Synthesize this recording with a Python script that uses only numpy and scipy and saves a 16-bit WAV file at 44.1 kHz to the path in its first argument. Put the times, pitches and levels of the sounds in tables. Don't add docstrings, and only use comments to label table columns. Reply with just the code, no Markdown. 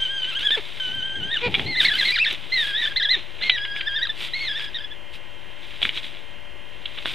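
import sys
import numpy as np
from scipy import signal
from scipy.fft import rfft, irfft
from scipy.io import wavfile

SR = 44100
rng = np.random.default_rng(int(sys.argv[2]) if len(sys.argv) > 2 else 0)


def waveform_to_disk(signal):
    frames = np.transpose(np.atleast_2d(signal))
    scaled = np.clip(frames, -1, 1) * 32767
    samples = np.round(scaled).astype(np.int16)
    wavfile.write(sys.argv[1], SR, samples)


N = 314874
TIME = np.arange(N) / SR
CUTOFF_HZ = 14350

# t/s, f/Hz, effort/dB
SQUEAL_TURNS = [
    [(0.0, 1550, -31), (0.041, 1567, -29), (0.073, 1510, -35.5), (0.128, 1607, -27.5), (0.249, 1507, -34),
     (0.294, 1569, -28.5), (0.331, 1300, -39), (0.378, 1614, -24.5), (0.402, 1425, -36), (0.462, 1693, -24),
     (0.495, 1573, -26.5), (0.524, 1771, -28), (0.556, 1690, -24.5)],
    [(0.798, 1548, -27), (0.899, 1492, -30.5), (0.968, 1574, -29.5), (1.012, 1496, -28.5),
     (1.059, 1573, -28.5), (1.129, 1563, -30), (1.162, 1602, -28.5), (1.22, 1482, -32), (1.264, 1560, -28),
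     (1.296, 1610, -32), (1.331, 1855, -27), (1.38, 1364, -23)],
    [(1.662, 2024, -33), (1.682, 2145, -30), (1.744, 2026, -29), (1.757, 1766, -28), (1.778, 2052, -21.5),
     (1.829, 1494, -24), (1.844, 1628, -25), (1.859, 2212, -14), (1.871, 1740, -25), (1.884, 2006, -18),
     (1.903, 1588, -25), (1.922, 1735, -21), (1.94, 1477, -25), (1.972, 1623, -22.5), (1.981, 2114, -20.5),
     (2.027, 1627, -22), (2.074, 2166, -21), (2.087, 1930, -25.5), (2.109, 1985, -24), (2.136, 2428, -24.5),
     (2.183, 1425, -22), (2.201, 2464, -20), (2.227, 2655, -18.5), (2.261, 1657, -22.5), (2.271, 1834, -22),
     (2.288, 1640, -30)],
    [(2.52, 1993, -24.5), (2.536, 2083, -19.5), (2.601, 1848, -25.5), (2.652, 1631, -29),
     (2.675, 1680, -26), (2.726, 1601, -27.5), (2.812, 1921, -28), (2.827, 1739, -23), (2.848, 1788, -26),
     (2.864, 1555, -24.5), (2.881, 1756, -28), (2.895, 1620, -28), (2.927, 1680, -29.5)],
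    [(2.96, 1626, -28.5), (2.975, 2060, -24.5), (3.02, 1604, -24.5), (3.039, 1990, -24),
     (3.061, 1644, -23.5), (3.081, 1643, -30), (3.117, 2052, -21), (3.154, 1750, -22.5)],
    [(3.423, 1962, -25.5), (3.445, 2138, -27.5), (3.532, 1965, -28), (3.552, 1926, -25), (3.571, 1643, -30),
     (3.645, 1677, -27.5), (3.665, 1620, -33), (3.788, 1669, -29), (3.798, 1582, -27.5), (3.858, 1599, -36),
     (3.88, 1751, -21), (3.891, 1600, -28.5), (3.944, 1632, -29.5), (3.97, 1810, -26.5), (3.991, 1598, -24),
     (4.008, 1580, -27.5), (4.032, 1903, -24.5), (4.074, 1236, -27.5)],
    [(4.093, 1765, -30), (4.101, 1743, -26.5), (4.119, 1820, -46)],
    [(4.335, 1893, -28.5), (4.361, 2190, -28), (4.389, 2115, -32.5), (4.418, 2187, -27.5),
     (4.459, 2070, -32), (4.499, 1640, -30), (4.514, 1715, -27.5), (4.536, 1603, -35), (4.581, 1792, -29.5),
     (4.597, 1586, -36), (4.608, 1680, -33), (4.653, 1662, -35), (4.693, 1658, -35.5)],
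    [(4.744, 1787, -40), (4.751, 1882, -35), (4.794, 1563, -34), (4.818, 1746, -37), (4.832, 1590, -50),
     (4.846, 1705, -34), (4.871, 1660, -50)],
    [(4.906, 1654, -43), (4.925, 1730, -38.5), (4.934, 1640, -54)],
]
# octave/dB, roughness (0-1) at start, at end, third partial/dB, higher ones/dB
SQUEAL_TIMBRES = [(4.5, 0.07, 0.55, -12, 1), (-0.5, 0.04, 0.4, -17.5, -1), (-0.5, 0.28, .55, -6.5, -3),
                  (-2, 0.14, 0.79, -6, -13), (2, 0.58, 0.028, -4.5, -8.5), (-3.5, 0.13, 0.36, -1, -9),
                  (-1, 0.4, 0.22, -4, -9), (0, 0, 0.72, 0.5, -8), (2, 0.6, .3, 0, -11),
                  (4.5, .3, .3, -8, -9)]
# f/Hz, gain/dB
VOICE_RESPONSE = [(1250, -7), (1530, -9.5), (1650, -3), (1800, -0.5), (2150, -1), (2700, 1), (2850, -6),
                  (3000, 0.5), (3120, -1.5), (3300, -2), (3600, 5), (4100, 0), (4400, -8.5), (4850, -13),
                  (5100, -33), (5400, -32)]
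# f/Hz, gain/dB
OVERTONE_RESPONSE = [(3700, 4), (4700, -16), (5500, -31), (6300, -31.5), (7000, -42), (7900, -36),
                     (9500, -47), (11000, -51), (13000, -59)]
# delay/s, gain/dB
TRUNK_ECHOES = [(.0031, -37), (.0074, -13), (0.0135, -22.5), (.019, -20)]
# t/s, level/dB
FIDGETING = [(0, -58), (2.4, -51), (3.4, -56), (4.7, -55), (5, -72), (6.1, -52), (6.5, -73.5), (7.1, -46)]
# t/s, rise/s, fall/s, stick level/dB, feather level/dB
STIRS = [(.05, 0.17, 0.067, -48, -63), (.31, 0.13, 0.069, -47, -63), (.4, 0.013, 0.091, -44.5, -58),
         (.52, 0.042, 0.3, -47, -61), (.86, 0.13, 0.097, -48.5, -61.5), (1.418, 0.077, .03, -41.5, -75),
         (1.58, 0.081, 0.12, -43, -60), (1.83, 0.03, 0.045, -30.5, -43.5), (2.07, 0.22, 0.092, -37, -50),
         (2.31, 0.05, 0.046, -36.5, -56.5), (2.647, 0.1, 0.084, -39, -51.5),
         (2.84, 0.059, 0.074, -40, -56.5), (3.16, 0.049, 0.046, -42, -77), (3.46, .05, 0.028, -39.5, -61),
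         (3.78, .025, 0.024, -45, -63), (4.239, 0.063, 0.047, -39, -52), (4.44, 0.15, 0.09, -46.5, -61),
         (4.65, 0.11, 0.017, -44.5, -59.5), (5.15, 0.024, .025, -51.5, -61),
         (5.67, 0.069, 0.27, -52.5, -67), (5.83, 0.015, 0.068, -38.5, -54.5),
         (5.975, 0.043, 0.029, -40, -56.5), (6.05, 0.044, 0.037, -47, -62),
         (7.07, 0.02, 0.22, -42.5, -55.5)]
# f/Hz, density/dB
STICK_SPECTRUM = [(200, -10.5), (600, -16), (900, -15), (1250, -11), (1600, -9.5), (2300, 1.5), (2750, 0.5),
                  (3400, 4), (3900, 1), (4500, -26.5), (5500, -21.5), (7000, -29), (10000, -58)]
# f/Hz, density/dB
FEATHER_SPECTRUM = [(3000, -5), (4500, 13), (6000, -2.5), (8500, 0.5), (11000, -6), (14300, -8.5)]
# t/s, rise/s, fall/s, level/dB
LURCHES = [(.9, 0.036, 0.22, -44.5), (1.22, 0.065, 0.099, -40.5), (1.487, 0.033, 0.023, -31),
           (1.66, 0.19, 0.071, -33.5), (1.82, 0.2, 0.16, -44.5), (5.85, .015, 0.044, -43.5),
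           (7.12, .04, .06, -57)]
# f/Hz, density/dB
THUMP_SPECTRUM = [(35, -12), (70, -2), (140, 0), (220, -5), (300, -5.5), (400, -5), (600, -20), (850, -7.5),
                  (1100, -44.5), (2000, -59)]
# f/Hz, density/dB
HISS_SPECTRUM = [(25, -11.5), (50, -8.5), (90, -18.5), (200, -22.5), (420, -20.5), (750, -22.5),
                 (1250, -27.5), (1600, -21.5), (2000, -23.5), (2350, -22), (2800, -18.5), (3300, -26),
                 (3900, -38.5), (6000, -43), (14300, -53.5)]
# f/Hz, relative level/dB
HUM_LINES = [(59, -61), (117.4, -61), (351, -59.5), (585.5, -55.5), (876, -62), (985, -60), (1054, -61.5),
             (1873, -56.5), (1970, -59.5), (2106, -54), (2661, -67), (2810, -54), (2955, -56.5),
             (3159.5, -49), (4213, -68)]
# f/Hz, density/dB
RUMBLE_SPECTRUM = [(20, 2), (55, -5.5), (130, -26), (1000, -50), (9000, -63)]
# t/s, peak level/dB, burst length/s, knock/dB, tilt of the ring/(dB per octave)
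SNAPS = [(0.244, -17.5, 0.0023, -24, 19), (.392, -19, 0.0025, -17, 5), (0.505, -13, 0.0026, -9, 6),
         (1.541, -6.5, 0.0017, -27, -7), (1.546, -6.5, 0.0081, -31, -3), (1.56, -18, 0.003, -16, -6),
         (1.595, -10.5, 0.0018, -7, -17), (3.412, -19.5, 0.0064, -7, 6), (3.432, -15.5, 0.007, -15, 17),
         (3.4958, -2, 0.0051, -51, 4), (3.578, -14.5, 0.0073, -24, -11), (3.649, -17, .0069, -14, -15),
         (3.762, -17.5, 0.0017, -8, -14), (3.806, -16.5, 0.0085, -24, -10), (5.8169, -12, 0.0013, -5, -2),
         (5.827, -6, .0035, -23, 7), (5.8516, -7, 0.00095, -8, -4), (5.8908, -10, 0.0014, -16, 3),
         (5.969, -25, 0.0052, -20, -2), (5.973, -16.5, 0.0046, -26, 13), (6.168, -28.5, .0025, -15, 6),
         (6.855, -15.5, 0.0052, -40, 13), (6.973, -24, 0.0084, -9, -2), (6.984, -20.5, 0.0043, -11, 13),
         (7.057, -9.5, 0.00029, -1, 26), (7.071, -23, .01, -7, -2)]
# f/Hz, level/dB, T60/s
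BRIGHT_MODES = [(2290, 4.5, 0.0051), (2420, 3, 0.0086), (2900, -1.5, 0.011), (3356, 2, 0.01),
                (3730, -0.5, 0.0052)]
# f/Hz, level/dB, T60/s
KNOCK_MODES = [(239, -18, 0.015), (720, -17, 0.0072), (1100, -34, 0.0012), (1590, -2.5, 0.0058)]
# t/s, relative level/dB
BARK_TICKS = [(.335, -36), (.394, -34), (.951, -35), (1.953, -28), (2.108, -26), (2.328, -27), (3.497, -36),
              (3.913, -44), (5.156, -45)]
# t/s, hold/s, f/Hz, level/dB, initial pitch drop/octaves
CLUCKS = [(0.577, .004, 463.5, -28.5, 1.3), (1.441, 0.03, 480.3, -24.5, 0), (2.325, .003, 400, -46.5, 1.4),
          (3.168, 0.0037, 394, -41.5, 1.4)]
# f/Hz, gain/dB
THROAT_RESPONSE = [(150, 19), (480, -1.5), (970, -10), (1450, -13.5), (1900, -12), (2400, -0.5),
                   (2900, -10), (3400, -9), (4200, -17.5), (6000, -43)]


def from_db(db):
    return 10 ** (np.asarray(db) / 20)


def unit_rms(x):
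    return x / np.sqrt(np.mean(x ** 2) + 1e-20)


def in_time(rows, t=TIME):
    times, *columns = np.transpose(rows)
    return [np.interp(t, times, column) for column in columns]


def gain_at(spectrum, hz):
    points, db = np.transpose(spectrum)
    return from_db(np.interp(np.log(hz + 1e-9), np.log(points), db))


def coloured(noise, spectrum):
    hz = np.arange(N // 2 + 1) * SR / N
    roll_off = np.minimum(hz / spectrum[0][0], 1) ** 2
    return unit_rms(irfft(rfft(noise) * gain_at(spectrum, hz) * roll_off, N))


def drift(rate_hz, size=N):
    lowpass = signal.butter(2, rate_hz, fs=SR, output="sos")
    return unit_rms(signal.sosfilt(lowpass, rng.standard_normal(size + SR // 10))[-size:])


def call_window(start, end, fade_s):
    at = np.flatnonzero((TIME > start - fade_s / 2) & (TIME < end + fade_s / 2))
    t = TIME[at]
    to_edge_s = np.minimum(t - t[0], t[-1] - t)
    return at, t, np.sin(np.pi / 2 * np.clip(to_edge_s / fade_s, 0, 1)) ** 2


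def swell(peak_s, rise_s, fall_s):
    width_s = np.where(TIME < peak_s, rise_s, fall_s)
    return np.exp(-np.minimum(((TIME - peak_s) / width_s) ** 2, 50))


def glide(turns, t, crest_breadth=1.3):
    times, hz, _ = np.transpose(sorted(turns))
    position = np.interp(t, times, np.arange(len(times)))
    leg = np.minimum(position.astype(int), len(times) - 2)
    x, step_hz = position - leg, np.diff(hz)[leg]
    arched = np.where(step_hz < 0, x ** crest_breadth, 1 - (1 - x) ** crest_breadth)
    opening, closing = np.sin(np.pi / 2 * x), 1 - np.cos(np.pi / 2 * x)
    eased = np.select([leg == 0, leg == len(times) - 2], [opening, closing], np.sin(np.pi / 2 * arched) ** 2)
    return hz[leg] + eased * step_hz


def squeals(jitter=0.029, waver=0.00725, shimmer_db=2.5, catch_db=17, flutter_db=3, high_flutter_db=3.5):
    out = np.zeros(N)
    for turns, timbre in zip(SQUEAL_TURNS, SQUEAL_TIMBRES):
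        octave_db, rough_start, rough_end, third_db, high_db = timbre
        at, t, gate = call_window(turns[0][0], turns[-1][0], fade_s=0.005)
        size = len(t)
        pitch, effort = glide(turns, t), from_db(in_time(turns, t)[1])
        fundamental = effort * gain_at(VOICE_RESPONSE, pitch)
        octave = effort * from_db(octave_db) * gain_at(VOICE_RESPONSE, 2 * pitch)
        octaves_per_s = np.abs(np.gradient(np.log2(pitch), t))
        roughness = np.clip(np.linspace(rough_start, rough_end, size) + 0.0069 * octaves_per_s, 0, 1)
        pitch = pitch * (1 + jitter * roughness * drift(320, size) + waver * drift(50.7, size))
        phase = 2 * np.pi * np.cumsum(pitch) / SR
        flutter = from_db(flutter_db * drift(55, size) - 0.01 * octaves_per_s)
        tone = fundamental * np.sin(phase) + octave * flutter * np.sin(2 * phase)
        third_db = third_db + 10.5 * (roughness - 0.3)
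        for k in range(3, 9):
            partial_db = (third_db if k == 3 else high_db) + high_flutter_db * drift(40, size)
            response = gain_at(OVERTONE_RESPONSE, k * pitch) * (k * pitch < CUTOFF_HZ)
            tone += np.hypot(fundamental, octave) * from_db(partial_db) * response * np.sin(k * phase)
        catch = np.maximum(drift(43, size) - 0.5, 0)
        unsteady_db = roughness * (shimmer_db * drift(150, size) - catch_db * catch)
        out[at] += np.sqrt(2) * tone * gate * from_db(unsteady_db)
    return out


def trees(direct, echo_db, scatter_db=-19, t60_s=0.37, size=16384):
    t = np.arange(size) / SR
    response = rng.standard_normal(size) * from_db(-60 * t / t60_s) * (t > 0.004)
    response *= from_db(scatter_db) / np.linalg.norm(response)
    for delay_s, db in TRUNK_ECHOES:
        response[round(delay_s * SR)] += from_db(db)
    return direct + from_db(echo_db) * signal.fftconvolve(direct, response)[:N]


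def rustle(slips_per_s=3500, clump_db=2, catches_per_s=20, stick_gain_db=9.5, feather_gain_db=7.5):
    stick_level = from_db(in_time(FIDGETING)[0])
    feather_level = stick_level * from_db(-15)
    for peak_s, rise_s, fall_s, stick_db, feather_db in STIRS:
        motion = swell(peak_s, rise_s, fall_s)
        stick_level = np.hypot(stick_level, from_db(stick_db) * motion)
        feather_level = np.hypot(feather_level, from_db(feather_db) * motion)
    slips = (rng.random(N) < slips_per_s / SR) * rng.standard_normal(N) * from_db(clump_db * drift(83))
    catches = (rng.random(N) < catches_per_s / SR) * from_db(11 + 6 * rng.random(N))
    brush = rng.standard_normal(N) * from_db(drift(60)) + catches
    crackle = stick_level * from_db(stick_gain_db) * coloured(slips, STICK_SPECTRUM)
    swish = feather_level * from_db(feather_gain_db) * coloured(brush, FEATHER_SPECTRUM)
    return crackle + swish


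def thumps(bumps_per_s=1500):
    shake = from_db(in_time(FIDGETING)[0] - 5)
    for peak_s, rise_s, fall_s, db in LURCHES:
        shake = np.hypot(shake, from_db(db) * swell(peak_s, rise_s, fall_s))
    bumps = (rng.random(N) < bumps_per_s / SR) * rng.choice([-1, 1], N)
    return shake * coloured(bumps, THUMP_SPECTRUM)


def noise_floor(hiss_db=-45.66, hum_gain_db=-2.5, rumble_db=-62):
    hiss = from_db(hiss_db) * coloured(rng.standard_normal(N), HISS_SPECTRUM)
    hum = sum(from_db(db + hum_gain_db) * np.sqrt(2) * np.sin(2 * np.pi * (hz * TIME + rng.random()))
              for hz, db in HUM_LINES)
    rumble = from_db(rumble_db) * coloured(rng.standard_normal(N), RUMBLE_SPECTRUM)
    return hiss + hum + rumble * np.array([[1], [-1]])


def ring(force, modes):
    out = 0
    for k, (hz, db, t60_s) in enumerate(modes):
        radius, angle = from_db(-60 / (t60_s * SR)), 2 * np.pi * hz / SR
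        feedback = [1, -2 * radius * np.cos(angle), radius ** 2]
        out += (-1) ** k * from_db(db) * signal.lfilter([0, np.sin(angle)], feedback, force + 1e-18)
    return out


def snaps(burst_db=-9, tail_db=-28, tail_s=0.02, crack_db=-26, size=4096):
    out, t = np.zeros(N + size), np.arange(size) / SR
    highpass = signal.butter(2, 1300, "high", fs=SR, output="sos")
    lowpass = signal.butter(6, 4300, fs=SR, output="sos")
    for start_s, peak_db, burst_s, knock_db, tilt_db in SNAPS:
        burst, tail = rng.standard_normal((2, size))
        force = from_db(burst_db) * burst * np.abs(burst) * (t < burst_s)
        force += from_db(tail_db) * tail * np.exp(-t / tail_s)
        force[0] += 3
        modes = [(hz, db + tilt_db * np.log2(hz / 3000), t60_s) for hz, db, t60_s in BRIGHT_MODES]
        bright = signal.sosfilt(highpass, ring(force, modes))
        knock = 2 * from_db(knock_db) * ring(force, KNOCK_MODES)
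        crack = 2 * from_db(crack_db + knock_db / 2) * force
        snap = signal.sosfilt(lowpass, bright + knock) + crack
        start = round(start_s * SR)
        out[start:start + size] += from_db(peak_db) * snap / np.abs(snap).max()
    return out[:N]


def ticks(decay_s=0.0011, gain_db=1, size=512):
    out = np.zeros(N)
    for start_s, db in BARK_TICKS:
        burst = rng.standard_normal(size) * np.exp(-np.arange(size) / SR / decay_s)
        start = round(start_s * SR)
        out[start:start + size] += from_db(db + gain_db) * burst / np.abs(burst).max()
    return signal.sosfilt(signal.butter(2, 2500, "high", fs=SR, output="sos"), out)


def clucks(attack_s=0.028, release_s=0.022, edge_db=-19.5, sag_octaves_per_s=24, jitter=0.044):
    out = np.zeros(N)
    for onset_s, hold_s, hz, db, drop_octaves in CLUCKS:
        at, t, gate = call_window(onset_s - attack_s, onset_s + hold_s + release_s, fade_s=0.006)
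        before, after = np.maximum(onset_s - t, 0), np.maximum(t - onset_s - hold_s, 0)
        pitch = hz * 2 ** (drop_octaves * before / attack_s - sag_octaves_per_s * after)
        level_db = db + edge_db * (before / attack_s + after / release_s)
        phase = 2 * np.pi * np.cumsum(pitch * (1 + jitter * drift(270, len(t)))) / SR
        tone = sum(gain_at(THROAT_RESPONSE, k * pitch) * np.sin(k * phase) for k in range(1, 17))
        out[at] += np.sqrt(2) * tone * gate * from_db(level_db)
    return out


def scene():
    bird = trees(squeals(), echo_db=1) + trees(clucks(), echo_db=-3)
    nest = trees(snaps(), echo_db=1) + ticks() + rustle() + thumps()
    return bird + nest + noise_floor()


def record(dry):
    lowpass = signal.ellip(12, 0.1, 80, CUTOFF_HZ, fs=SR, output="sos")
    dc_offset = np.array([[0.033], [0.001]])
    return signal.sosfilt(lowpass, np.clip(dry, -1, 1)) + dc_offset


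dry = scene()
out = record(dry)
waveform_to_disk(out)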